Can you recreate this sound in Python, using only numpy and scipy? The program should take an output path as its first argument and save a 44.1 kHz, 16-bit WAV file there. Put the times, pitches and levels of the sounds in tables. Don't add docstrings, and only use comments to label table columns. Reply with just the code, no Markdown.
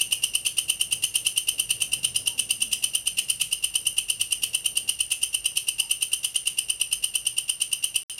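import sys
import numpy as np
from scipy import signal
from scipy.fft import rfft, irfft, next_fast_len
from scipy.io import wavfile
from scipy.ndimage import map_coordinates

SR = 44100
rng = np.random.default_rng(int(sys.argv[2]) if len(sys.argv) > 2 else 0)


def unload_wav(signal):
    wavfile.write(
        sys.argv[1],
        SR,
        np.round(np.clip(np.atleast_2d(signal).T, -1, 1) * 32767).astype(np.int16),
    )


N = 361179


def amp(db):
    return 10 ** (np.asarray(db) / 20)


def unit(x):
    return x / np.sqrt(np.mean(x ** 2) + 1e-20)


def along(points, hz):
    freqs, values = np.transpose(points)
    return np.interp(np.log(hz + 1), np.log(freqs + 1), values)


def filtered(x, response):
    size = next_fast_len(N + SR // 2)
    return irfft(rfft(x, size) * response(np.fft.rfftfreq(size, 1 / SR)), size)[:N]


def noise(colour):
    return unit(filtered(rng.standard_normal(N), lambda hz: amp(along(colour, hz))))


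def wobble(rate):
    return map_coordinates(rng.standard_normal(int(N * rate / SR) + 4), [np.arange(N) * rate / SR])


def sine(hz):
    return np.sin(2 * np.pi * np.cumsum(hz) / SR)


def bell(t, centre, attack, release, flatness=2):
    return np.exp(-.5 * abs((t - centre) / np.where(t < centre, attack, release)) ** flatness)


def background(rumble_db=-55.3, ebb_db_per_s=-.6, hum_hz=49, hum_db=-60, hiss_db=-60):
    t = np.arange(N) / SR
    # freq_hz, gain_db
    rumble_colour = [(30, -38), (60, -7), (90, -3), (115, 1), (160, -3), (210, -9.5), (500, -10.5),
                     (750, -16), (1000, -23.5), (3000, -40)]
    swell_colour = [(50, -20), (95, 0), (165, -4), (260, -25), (600, -60)]
    hiss_colour = [(20, 1), (60, 13.5), (200, -10), (700, 4), (1500, 2), (5000, 2.5), (12000, -68),
                   (16000, -46)]
    # peak_s, width_s, level_db
    far_swells = [(.96, .07, -54), (1.78, .1, -56), (2.07, .07, -51), (3.35, .15, -58), (4.2, .07, -56)]
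    engine_lift_db = 3.3 * bell(t, centre=2.2, attack=.4, release=.4)
    lumpy_noise = unit(amp(1.5 * wobble(9)) * noise(rumble_colour))
    rumble = amp(rumble_db + ebb_db_per_s * t + engine_lift_db) * lumpy_noise
    swells = sum(amp(db) * bell(t, at, width, width) for at, width, db in far_swells) * noise(swell_colour)
    hum = amp(hum_db - .25 * t + 4 * wobble(12)) * sine(hum_hz + 3.2 * wobble(9))
    return rumble + swells + hum + amp(hiss_db) * noise(hiss_colour)


def traffic(pass_s=2.7, width_s=.59, drone_hz=225, fall_hz=65, drone_db=-60.5, toot_width_s=.034):
    t = np.arange(N) / SR
    # peak_s, pitch_hz, level_db
    toot_cues = [(2.31, 910, -54), (5.84, 902, -54.5)]
    pitch = drone_hz - fall_hz * np.tanh(t - pass_s) + 18 * wobble(60)
    drone = amp(drone_db + 4 * wobble(20)) * bell(t, pass_s, width_s, width_s) * sine(pitch)
    toots = sum(amp(db) * bell(t, at, toot_width_s, toot_width_s) * sine(hz + 55 * wobble(200))
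                for at, hz, db in toot_cues)
    return drone + toots


def room(x, predelay_s=.0095):
    # freq_hz, gain_db
    wall_colour = [(1000, -16), (2100, -3.5), (2650, -4), (2950, -7.8), (3300, -4.5), (3700, -6.5),
                   (5200, -8.5), (6200, -7.5), (7800, -7), (8250, -12), (8700, -11), (9200, -9.5),
                   (10200, -5.7), (11200, -8.5), (13000, -7), (15000, -6)]
    # freq_hz, t60_s
    decay_times = [(1000, 0.41), (3000, .22), (5000, 0.28), (9000, 0.36), (15000, 0.24)]
    freqs, t, bands = signal.stft(rng.standard_normal(SR // 2), SR, nperseg=256)
    decay = amp(-60 * t / along(decay_times, freqs)[:, None])
    tail = signal.istft(bands * decay, SR, nperseg=256)[1]
    tail = np.pad(tail / np.linalg.norm(tail), (int(predelay_s * SR), 0))
    return filtered(signal.fftconvolve(x, tail)[:N], lambda hz: amp(along(wall_colour, hz)))


def near_echo(x, delay_s=.00536):
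    # freq_hz, gain_db
    echo_colour = [(1500, -22), (2550, -8), (3300, -8), (3700, -20), (6000, -17), (9000, -24)]
    return filtered(x, lambda hz: amp(along(echo_colour, hz)) * np.exp(-2j * np.pi * hz * delay_s))


def chirp_times():
    # start_s, period_s
    runs = [(.0152, .1132), (.5878, .1135), (1.1596, .1102), (1.8223, .1139), (2.3968, .1137),
            (2.7331, .1106), (3.0762, .1137), (4.1035, .1119), (4.8954, .1133), (6.1355, .1136),
            (7.6211, .1115), (7.9625, .1265), (8.089, .11)]
    ends = [start for start, _ in runs[1:]] + [N / SR + runs[-1][1]]
    return np.concatenate([np.arange(start, end - period / 2, period)
                           for (start, period), end in zip(runs, ends)])


def nearest_chirp():
    # time_s, harshness (0-1)
    skids = [(.47, .6), (.59, .6), (1.04, .5), (2.73, 1), (3.19, .8), (3.42, 1), (4.1, .4), (4.22, .4),
             (4.44, .9), (5.12, 1), (5.57, .8), (6.25, .7), (6.48, .5)]
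    # level_db, full_skid_change_db, drift_db_per_s, scatter_db
    tone_mix = (-17.8, -.7, -.26, .25)
    shrill_mix = (-15.7, -1.7, .02, .3)
    rasp_mix = (-32.3, 4.2, -.31, .8)
    scrape_mix = (-27.4, 2.8, -.5, 1.7)
    t, chirps = np.arange(N) / SR, chirp_times()
    skidding = [np.argmin(abs(chirps - at)) for at, _ in skids]
    harshness = np.bincount(skidding, [amount for _, amount in skids], len(chirps))
    base, skid, drift, scatter = np.transpose([tone_mix, shrill_mix, rasp_mix, scrape_mix])
    levels = base + skid * harshness[:, None] + drift * chirps[:, None]
    levels += scatter * rng.standard_normal(levels.shape)
    nearest = np.searchsorted((chirps[1:] + chirps[:-1]) / 2, t)
    return t - chirps[nearest], *levels[nearest].T


def strokes_db(since, *strokes):
    gains = [amp(db) * bell(since, at, attack, release, flatness=2.5) for at, attack, release, db in strokes]
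    return 20 * np.log10(np.max(gains, axis=0) + 1e-9)


def wing_envelopes(since):
    # peak_s (from mid closing stroke), attack_s, release_s, peak_db
    opening_tone = (-.0145, .0034, .0022, -11.6)
    closing_tone = (-.0001, .0048, .0042, .4)
    opening_shrill = (-.0138, .0017, .0015, -15.5)
    closing_shrill = (.0005, .0035, .0032, 1.6)
    opening_rasp = (-.0148, .0034, .007, -1.8)
    closing_rasp = (-.0025, .0052, .0095, 4.1)
    return (strokes_db(since, opening_tone, closing_tone),
            strokes_db(since, opening_shrill, closing_shrill),
            strokes_db(since, opening_rasp, closing_rasp))


def tooth_rate(since, opening_hz=2810, slow_hz=2720, fast_hz=3080,
               turn_s=-.0095, glide_at_s=-.0023, glide_s=.0035):
    glide = (1 + np.tanh((since - glide_at_s) / glide_s)) / 2
    return np.where(since < turn_s, opening_hz, slow_hz + (fast_hz - slow_hz) * glide)


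def wing_partial(hz):
    # centre_hz, width_hz, gain_db
    resonances = [(5600, 190, -0.5), (8317, 202, -28.5), (11280, 190, 13), (12870, 200, 5.5)]
    gain_db = sum(db * np.exp(-((hz - centre) / width) ** 2) for centre, width, db in resonances)
    return amp(gain_db) * sine(hz)


def opening_squeak(since, at_s=-.016, width_s=.002, pitch_hz=5620, fall_hz_per_s=40000, level_db=-41):
    pitch = pitch_hz - fall_hz_per_s * (since - at_s) + 90 * wobble(900)
    return amp(level_db + 3.5 * wobble(9)) * bell(since, at_s, width_s, width_s) * sine(pitch)


def end_scrape(since, at_s=.0098, width_s=.0024):
    # freq_hz, gain_db
    scrape_colour = [(1500, -28), (3000, -16), (5600, -20), (6250, 4), (7000, -20), (7900, -8), (8250, -20),
                     (9100, 6), (9900, 1), (10900, 4), (12200, -12), (14800, -15), (16500, -30)]
    return bell(since, at_s, width_s, width_s) * noise(scrape_colour)


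def katydid(jitter=.00356, drift=.004, pace_spread=.035, flutter_db=.6, shimmer_db=2.2,
            brightening=.5, under_db=-27.5, under_shift_hz=4810):
    # tooth_rate_ratio, level_db (against the wing tone)
    partials = [(1.38, -25), (1.7, -13.6), (2, -11), (2.66, -26), (3.96, -18.5), (4.3, -18.2), (5.05, -33)]
    # freq_hz, gain_db
    rasp_colour = [(500, -17), (1600, -19), (2080, -8.5), (2380, -10), (2620, 13), (2950, 7.5), (3270, 5),
                   (3500, -.5), (4200, .5), (4800, .5), (6800, -2), (7900, 0), (8250, -12), (8700, 11),
                   (9800, -.5), (11200, .5), (12900, -8), (13600, -22), (15200, -14), (16500, -22)]
    since, tone_db, shrill_db, rasp_db, scrape_db = nearest_chirp()
    since = since * (1 + pace_spread * wobble(9))
    force_db, shrill_env_db, rasp_env_db = wing_envelopes(since)
    slip = amp(np.minimum(rasp_db - tone_db + 13, 8))
    tooth_hz = tooth_rate(since) * (1 + jitter * slip * wobble(900) + drift * wobble(9))
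    force_db = force_db + flutter_db * wobble(500)
    overtones = sum(amp(db + shimmer_db * wobble(150)) * wing_partial(ratio * tooth_hz)
                    for ratio, db in partials)
    tone = amp(tone_db + force_db) * (sine(tooth_hz) + amp(brightening * force_db) * overtones)
    shrill = amp(shrill_db + shrill_env_db) * wing_partial(3 * tooth_hz)
    under_gain = amp(tone_db + (1 + brightening) * force_db + under_db)
    undertone = under_gain * sine(2 * tooth_hz - under_shift_hz)
    rasp = amp(rasp_db + rasp_env_db + 1.42 * wobble(700)) * noise(rasp_colour)
    scrape = amp(scrape_db) * end_scrape(since)
    return tone + shrill + undertone + rasp + scrape + opening_squeak(since)


def scene():
    song = katydid()
    return (song + near_echo(song) + room(song) + background() + traffic())[None]


def record(dry, top_hz=16600):
    # start_s, end_s
    dropout = (8.034, 8.097)
    t = np.arange(N) / SR
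    live = (t < dropout[0]) | (t > dropout[1])
    return filtered(dry[0] * live, lambda hz: hz < top_hz)[None]


dry = scene()
out = record(dry)
unload_wav(out)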